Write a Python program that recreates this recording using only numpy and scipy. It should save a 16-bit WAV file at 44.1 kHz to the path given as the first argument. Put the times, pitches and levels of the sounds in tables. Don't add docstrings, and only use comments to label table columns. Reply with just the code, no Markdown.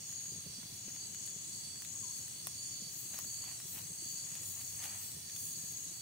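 import sys
import numpy as np
from scipy import signal
from scipy.fft import rfft, irfft
from scipy.io import wavfile
from scipy.ndimage import uniform_filter1d

SR = 44100
rng = np.random.default_rng(int(sys.argv[2]) if len(sys.argv) > 2 else 0)


def persist_wave(psi):
    counts = np.round(np.clip(psi, -1, 1) * 32767).astype(np.int16)
    wavfile.write(sys.argv[1], SR, np.atleast_2d(counts).T)


N = 265041
T = np.arange(N) / SR
HZ = np.maximum(np.fft.rfftfreq(N, 1 / SR), 1)

# name, f/Hz, stroke rate/Hz, lull level/dB
SINGERS = [("low", 6490, 34, -62.5), ("middle", 6640, 36, -64), ("high", 6870, 37, -62.5)]
# singer, start/s, length/s, level/dB, L-R/dB
PHRASES = [("middle", 0.057, 0.34, -47.5, 3.8), ("high", 0.054, 0.25, -50, 2), ("low", 0.068, 0.17, -54, 2),
           ("high", 0.78, 0.24, -52, 7.7), ("middle", 0.844, 0.14, -49, 6.9), ("low", 0.88, 0.69, -56, 4.5),
           ("middle", 1.08, 0.51, -52, 6.9), ("high", 1.16, 0.4, -51, 5.9), ("high", 1.84, 0.28, -53, 7),
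           ("middle", 1.896, 0.33, -47, 7.5), ("low", 1.95, 0.34, -53.5, 8.3),
           ("middle", 2.4, 0.42, -53, 6), ("high", 2.564, 0.27, -49, 7.6), ("middle", 2.93, 0.13, -49, 10),
           ("low", 3.11, 0.32, -53, 7.4), ("middle", 3.12, 0.34, -49.5, 4.7),
           ("high", 3.15, 0.36, -51.5, 6), ("low", 3.86, 0.42, -53.5, 8), ("middle", 4.02, 0.34, -49, 6.5),
           ("high", 4.09, 0.57, -50.5, 13.5), ("middle", 4.56, 0.37, -50.5, 6),
           ("low", 4.65, 0.38, -53, 7.1), ("middle", 5.3, 0.6, -49.5, 8), ("high", 5.5, 0.41, -50.5, 5),
           ("low", 5.56, 0.29, -53.5, 6)]
# start/s, length/s, level/dB
CHIRPS = [(.45, .17, -56), (.98, .09, -50.5), (1.15, .19, -59), (1.51, .31, -52.2), (2.57, .34, -51),
          (3.26, .30, -51.5), (3.98, .28, -51.7), (4.48, .36, -59), (5.23, .36, -58.5), (5.92, .09, -54)]
# start/s, level/dB
PIPS = [(.3, -54), (.425, -59), (.545, -52.5), (.665, -56.5), (2.0, -62), (2.135, -63), (2.27, -62),
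        (4.04, -61), (4.17, -58.5), (4.31, -61), (4.45, -62), (4.58, -61)]
# start/s, length/s, f/Hz, stroke rate/Hz, level/dB, L-R/dB
TRILLS = [(0.992, 1.37, 7690, 76, -54.7, 15), (2.913, 2.23, 7690, 76, -54.4, 15),
          (5.55, 0.54, 7730, 87, -58.5, 7), (0, 0.43, 8370, 70, -61.5, -8), (.35, 0.76, 8020, 80, -65, 11),
          (0.56, 2.4, 6250, 60, -66.5, 12), (0.848, 0.48, 2960, 45, -73.5, 2),
          (2.05, .38, 4440, 68, -59, -2), (2.2, 0.2, 2980, 45, -72.5, 2), (2.587, 1.13, 3120, 44, -76, -3),
          (5.0, 0.24, 2980, 45, -72.5, 2)]
# centre/s, sigma/s, level/dB
LISPS = [(3.0, 0.058, -48), (3.203, 0.097, -52.5), (3.74, 0.074, -48), (4.12, 0.05, -51.5),
         (4.492, 0.061, -48), (4.68, 0.14, -52.5), (5.043, 0.054, -49), (5.45, 0.065, -46.5)]
# t/s, body/dB, treble/dB, lowest ring/Hz, ring gain/dB
SNAPS = [(.0926, -63, -58, 800, -3), (.1255, -66, -58.5, 3200, 0), (.6296, -61, -66, 700, 2),
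         (.885, -61, -67, 800, 0), (.9482, -62, -56, 3000, 0), (.962, -59, -64, 950, 0),
         (1.1456, -57.5, -58.5, 2700, 0), (1.262, -64, -53.5, 3000, 0), (1.2739, -55.5, -62, 2900, 5),
         (1.2987, -67, -55, 3000, 0), (1.8198, -56, -55.5, 1900, 2), (1.8483, -55.5, -55, 2600, 1),
         (2.2794, -62, -55.5, 1800, 0), (2.4692, -46.5, -43.7, 720, -3), (3.1355, -61, -66, 700, -3),
         (3.142, -55.5, -58, 600, -3), (3.1881, -52.5, -46, 760, 11), (3.2439, -60, -59, 900, 0),
         (3.4399, -56.5, -57, 1300, 0), (3.6, -57, -55.5, 1200, 2), (3.7869, -58, -56, 2200, 0),
         (3.8695, -64, -58, 2600, 0), (4.3518, -56, -51.5, 2700, 0), (4.6127, -57, -59, 2700, 4),
         (4.8398, -53, -50, 1400, 0), (5.1162, -69, -52.5, 3200, 0), (5.2958, -58, -65, 2600, 7),
         (5.3613, -56, -54, 2300, 4), (5.7192, -68, -53.5, 2400, 0)]
# multiple of lowest ring, Q, gain/dB
STICK_MODES = [(1, 9, -5), (1.54, 8, 0)]
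# f/Hz, gain/dB
CRACK_EQ = [(1000, -18), (5000, -6), (8000, 0), (9500, 4), (11500, 2), (15000, 3)]
# f/Hz, gain/dB
KNOCK_EQ = [(200, -8), (650, 5), (1200, 4), (2500, 3), (4500, 1), (7000, -6), (15000, -22)]
# t/s, level/dB, final f/Hz
PUFFS = [(.317, -47, 140), (.353, -49, 185), (.38, -46.5, 145), (.461, -43, 170), (.497, -49.5, 115),
         (.53, -50, 125), (.582, -47.5, 210), (.632, -47, 150), (.655, -49, 120), (.724, -48.5, 125),
         (.866, -48, 170), (.878, -46.5, 235), (1.36, -46.5, 170), (2.817, -45, 200), (2.863, -46, 150),
         (3.14, -49.5, 210), (3.65, -45, 135), (3.903, -49, 160), (4.02, -50, 320), (4.056, -49, 210),
         (5.165, -47.5, 160), (5.637, -49, 160)]
# f/Hz, gain/dB
FLAME_EQ = [(15, -60), (25, -42), (43, -34), (82, -1), (102, 1), (160, 0), (244, -9), (350, -11.5),
            (502, -19.5), (763, -24), (900, -40), (1170, -50), (1980, -120)]
# f/Hz, side-mid/dB
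FLAME_SIDE_EQ = [(30, -30), (80, -16), (160, -13.5), (350, -7), (700, -3.5)]
# centre/s, sigma/s, level/dB
FLARES = [(3.72, 0.11, -63.5)]
# centre/s, sigma/s, level/dB
SURGES = [(3.17, 0.04, -55.5), (3.48, 0.047, -55.5), (3.78, 0.031, -54), (4.33, 0.1, -59.5),
          (4.6, 0.044, -59), (4.85, 0.034, -50.5), (4.935, 0.017, -55), (4.9, 0.11, -54.5)]
# f/Hz, gain/dB
SIZZLE_EQ = [(400, -8), (720, 0), (1000, -0.5), (1450, -3), (1950, 1.5), (2600, 1.5), (3100, 0), (3700, -9),
             (5000, -19), (7000, -5), (15000, -5)]
# f/Hz, gain/dB
SPURT_EQ = [(400, -12), (900, -5), (3000, 1), (5000, 4), (9000, 5.5), (15000, 3)]
# start/s, length/s, first f/Hz, last f/Hz, level/dB, hoarseness as share of f
WHISTLES = [(1.92, .055, 1110, 1150, -71, .04), (2.025, .09, 1050, 1020, -67, .06),
            (4.94, .11, 2030, 1800, -71, .01), (5.15, .18, 1835, 1795, -72, .01),
            (5.46, .22, 1790, 1740, -75, .01)]
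# f/Hz, width/Hz, level/dB, L-R/dB
FAR_BANDS = [(2920, 510, -68, -0.5), (3420, 187, -66.5, 2.5), (4005, 215, -63, -1), (4543, 257, -57.5, 2),
             (5636, 364, -58.5, 2.5), (6460, 890, -55.5, 2), (8420, 1570, -52, -7),
             (9100, 2360, -55.5, -2.5), (13400, 5700, -58.5, 0.5), (15000, 2000, -63, 19)]
# t/s, level/dB
FAR_EFFORT = [(0.0, -55), (0.85, -54.5), (2.16, -52), (4.17, -51.5), (4.89, -50.5), (5.6, -50.5),
              (6.01, -52.5)]


def wave_chorus(lull_side_db=8):
    out = 0
    for name, hz, stroke_hz, lull_db in SINGERS:
        drifting_hz = hz * (1 + .004 * walk(7))
        song = wings(drifting_hz, stroke_hz, duty=.5, droop=.014, unsteady=.12, waver=.006)
        power = (undb(lull_db) * pan(lull_side_db)) ** 2
        for singer, start, length, db, side_db in PHRASES:
            if singer == name:
                power = power + phrase_power(start, length) * (undb(db) * pan(side_db)) ** 2
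        out = out + unit(forest(song, wet_db=5, t60_s=.17)) * np.sqrt(power)
    return out


def chirping_cricket(hz=4531, stroke_hz=68):
    chirps = sum(gate(start, length, edge_s=.04) * undb(db)
                 * wings(hz, stroke_hz, duty=1, droop=.0037, unsteady=.0706, waver=.002)
                 for start, length, db in CHIRPS)
    flicker = undb(1.2 * walk(40))
    return forest(chirps * flicker, wet_db=-7, t60_s=.35) * pan(-15.5)


def pipping_cricket(hz=4715, stroke_hz=85):
    runs = sum(undb(db) * gate(start, length_s=.05, edge_s=.0088) for start, db in PIPS)
    song = wings(hz, stroke_hz, duty=.9, droop=.008, unsteady=.1, waver=.004)
    return forest(runs * song, wet_db=0, t60_s=.1)


def trilling_crickets():
    songs = sum(undb(db) * gate(start, length, edge_s=.02) * pan(side_db)
                * wings(hz, stroke_hz, duty=1, droop=.0025, unsteady=.01, waver=.00354)
                for start, length, hz, stroke_hz, db, side_db in TRILLS)
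    return forest(songs, wet_db=-6, t60_s=.3)


def katydid():
    rasp = unit(band(14800, width_hz=1700) + band(12500, width_hz=4700))
    flutter = undb(walk(190))
    return swells(LISPS) * rasp * flutter * pan(6.5)


def ticks(latest_s, per_s=2, body_db=-66.5, treble_db=-64, spread_db=2.5, ring_hz=900):
    return [(when * latest_s, body_db + spread_db * (2 * body - 1),
             treble_db + spread_db * (2 * treble - 1), ring_hz * 2 ** octaves, 0)
            for when, body, treble, octaves in rng.random((round(per_s * T[-1]), 4))]


def snaps(fastest_tear_s=.00014, rattle_s=.0022, rattle_gain=.11):
    crack, knock = np.zeros((2, 2, N))
    stick = np.zeros(N)
    t = T[:1024]
    hardest_db = max(row[2] for row in SNAPS)
    for at_s, body_db, treble_db, ring_hz, ring_db in SNAPS + ticks(latest_s=T[-2 * len(t)]):
        i = int((at_s + .0014) * SR)
        span = slice(i, i + len(t))
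        noise = rng.standard_normal((3, len(t)))
        tear_s = fastest_tear_s / undb(treble_db - hardest_db)
        tear = (noise[:2] + noise[2]) * np.exp(-t / tear_s)
        crack[:, span] += unit(tear) * undb(treble_db) * pan(4)
        rattle = rattle_gain * noise[2] * np.exp(-t / rattle_s)
        push = unit((t == 0) + rattle) * undb(body_db)
        highpass = signal.butter(2, ring_hz / 2 ** .5, "high", fs=SR)
        knock[:, span] += signal.lfilter(*highpass, push)
        for multiple, q, db in STICK_MODES:
            mode = signal.iirpeak(multiple * ring_hz, q, fs=SR)
            stick[span] += undb(ring_db + db) * signal.lfilter(*mode, push)
    return forest(colour(crack, CRACK_EQ) + colour(knock, KNOCK_EQ) + stick, wet_db=-5, t60_s=.05)


def puffs(swell_s=.0045, sag=.15, thump_db=-3.3, rush_db=-14):
    out = np.zeros(N)
    rush = undb(rush_db) * band(310, width_hz=320)[0]
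    t = T[:SR // 20]
    swell = t / swell_s * np.exp(1 - t / swell_s)
    for at_s, db, hz in PUFFS:
        i = int(at_s * SR)
        span = slice(i, i + len(t))
        cycles = hz * (t + sag * swell_s * (1 - np.exp(-t / swell_s)))
        thump = undb(thump_db) * np.sin(2 * np.pi * cycles)
        out[span] += undb(db) * swell * (thump + rush[span])
    return out


def flames(steady_db=-60):
    mid, side = colour(rng.standard_normal((2, N)), FLAME_EQ)
    stereo = mid + colour(side, FLAME_SIDE_EQ) * np.array([[1], [-1]])
    flutter = undb(1.7 * walk(45))
    burn = np.hypot(undb(steady_db), swells(FLARES))
    return unit(flutter * stereo) * burn


def sap_sizzle(simmer_db=-61, bursts_per_s=900):
    bursts = (rng.random(N) < bursts_per_s / SR) * rng.standard_normal(N)
    bursts *= undb(2.4 * np.minimum(rng.exponential(size=N), 4))
    grains = unit(forest(bursts, wet_db=-3, t60_s=.04))
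    hiss = unit(rng.standard_normal(N) + undb(2) * rng.standard_normal((2, N)))
    simmer = unit(colour(hiss, SIZZLE_EQ))
    boil = unit(colour(grains + hiss[::-1, ::-1], SIZZLE_EQ))
    return simmer * undb(simmer_db) + boil * swells(SURGES)


def sap_spurt(centre_s=4.845, sigma_s=.019, db=-44, drops_per_s=1700):
    onsets = rng.random(N) < drops_per_s / SR
    drops = onsets * (rng.standard_normal(N) + rng.standard_normal((2, N)))
    spray = colour(unit(drops) + rng.standard_normal((2, N)), SPURT_EQ)
    return unit(spray) * swells([(centre_s, sigma_s, db)])


def steam_whistles():
    out = 0
    quiver, flicker = walk(300), undb(2.5 * walk(40))
    for start, length, first_hz, last_hz, db, hoarse in WHISTLES:
        glide_hz = np.interp(T, [start, start + length], [first_hz, last_hz])
        out = out + gate(start, length, edge_s=.019) * undb(db) * tone(glide_hz * (1 + hoarse * quiver))
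    return out * flicker


def far_chorus(flicker_db=1.48):
    effort_db = np.interp(T, *np.transpose(FAR_EFFORT))
    effort = undb(effort_db - effort_db.mean())
    return sum(band(hz, width_hz) * undb(db + flicker_db * walk(14)) * pan(side_db)
               * (effort if hz > 8000 else 1) for hz, width_hz, db, side_db in FAR_BANDS)


def low_hum(hz=96, db=-59):
    hum = tone(hz * (1 + .0201 * walk(17)))
    return gate(start_s=4.46, length_s=.6, edge_s=.08) * undb(db + 1.6 * walk(6.5)) * hum


def wings(hz, stroke_hz, duty, droop, unsteady, waver):
    cycle = np.cumsum(stroke_hz * (1 + unsteady * walk(25)) / SR) % 1
    stroke = np.minimum(cycle / duty, 1)
    ring_hz = hz * (1 + droop * (.5 - stroke) * (stroke < 1) + waver * walk(150))
    return unit(np.sin(np.pi * stroke) * tone(ring_hz))


def forest(x, wet_db, t60_s):
    t = T[:SR // 2]
    scatter = rng.standard_normal((2, len(t))) * np.exp(-np.log(1000) * t / t60_s)
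    scatter /= np.sqrt(np.sum(scatter ** 2, axis=1, keepdims=True))
    wet = signal.fftconvolve(np.atleast_2d(x), scatter, axes=1)[:, :N]
    return (x + undb(wet_db) * wet) / np.sqrt(1 + undb(2 * wet_db))


def phrase_power(start_s, length_s, rise_s=.024, fall_s=.033):
    rise = 1 + np.tanh((T - start_s) / (2 * rise_s))
    fall = 1 + np.tanh((start_s + length_s - T) / (2 * fall_s))
    return rise * fall / 4


def swells(rows):
    return np.sqrt(sum(undb(2 * db) * np.exp(-((T - at_s) / sigma_s) ** 2) for at_s, sigma_s, db in rows))


def gate(start_s, length_s, edge_s):
    return np.clip(np.minimum(T - start_s, start_s + length_s - T) / edge_s + .5, 0, 1)


def tone(hz):
    return np.sin(2 * np.pi * np.cumsum(hz) / SR)


def band(hz, width_hz):
    bell = .5 ** (2 * ((HZ - hz) / width_hz) ** 2)
    return unit(irfft(rfft(rng.standard_normal((2, N))) * bell, N))


def colour(x, points):
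    hz, db = np.transpose(points)
    return irfft(rfft(x) * undb(np.interp(np.log(HZ), np.log(hz), db)), N)


def walk(rate_hz):
    hold = max(int(SR / rate_hz), 2)
    steps = np.repeat(rng.standard_normal(N // hold + 1), hold)
    return unit(uniform_filter1d(steps, hold)[:N])


def pan(side_db):
    gains = undb(np.array([side_db, -side_db]) / 2).reshape(2, -1)
    return gains / np.sqrt(np.mean(gains ** 2, axis=0))


def undb(db):
    return 10 ** (np.asarray(db) / 20)


def unit(x):
    return x / np.sqrt(np.mean(x ** 2) + 1e-18)


def scene():
    insects = far_chorus() + wave_chorus()
    insects += chirping_cricket() + pipping_cricket() + trilling_crickets() + katydid()
    fire = flames() + puffs() + sap_sizzle() + sap_spurt() + steam_whistles() + snaps()
    return insects + fire + low_hum()


def record(dry):
    top_hz = 15680
    return signal.sosfilt(signal.ellip(10, .2, 70, top_hz, fs=SR, output="sos"), dry)


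dry = scene()
out = record(dry)
persist_wave(out)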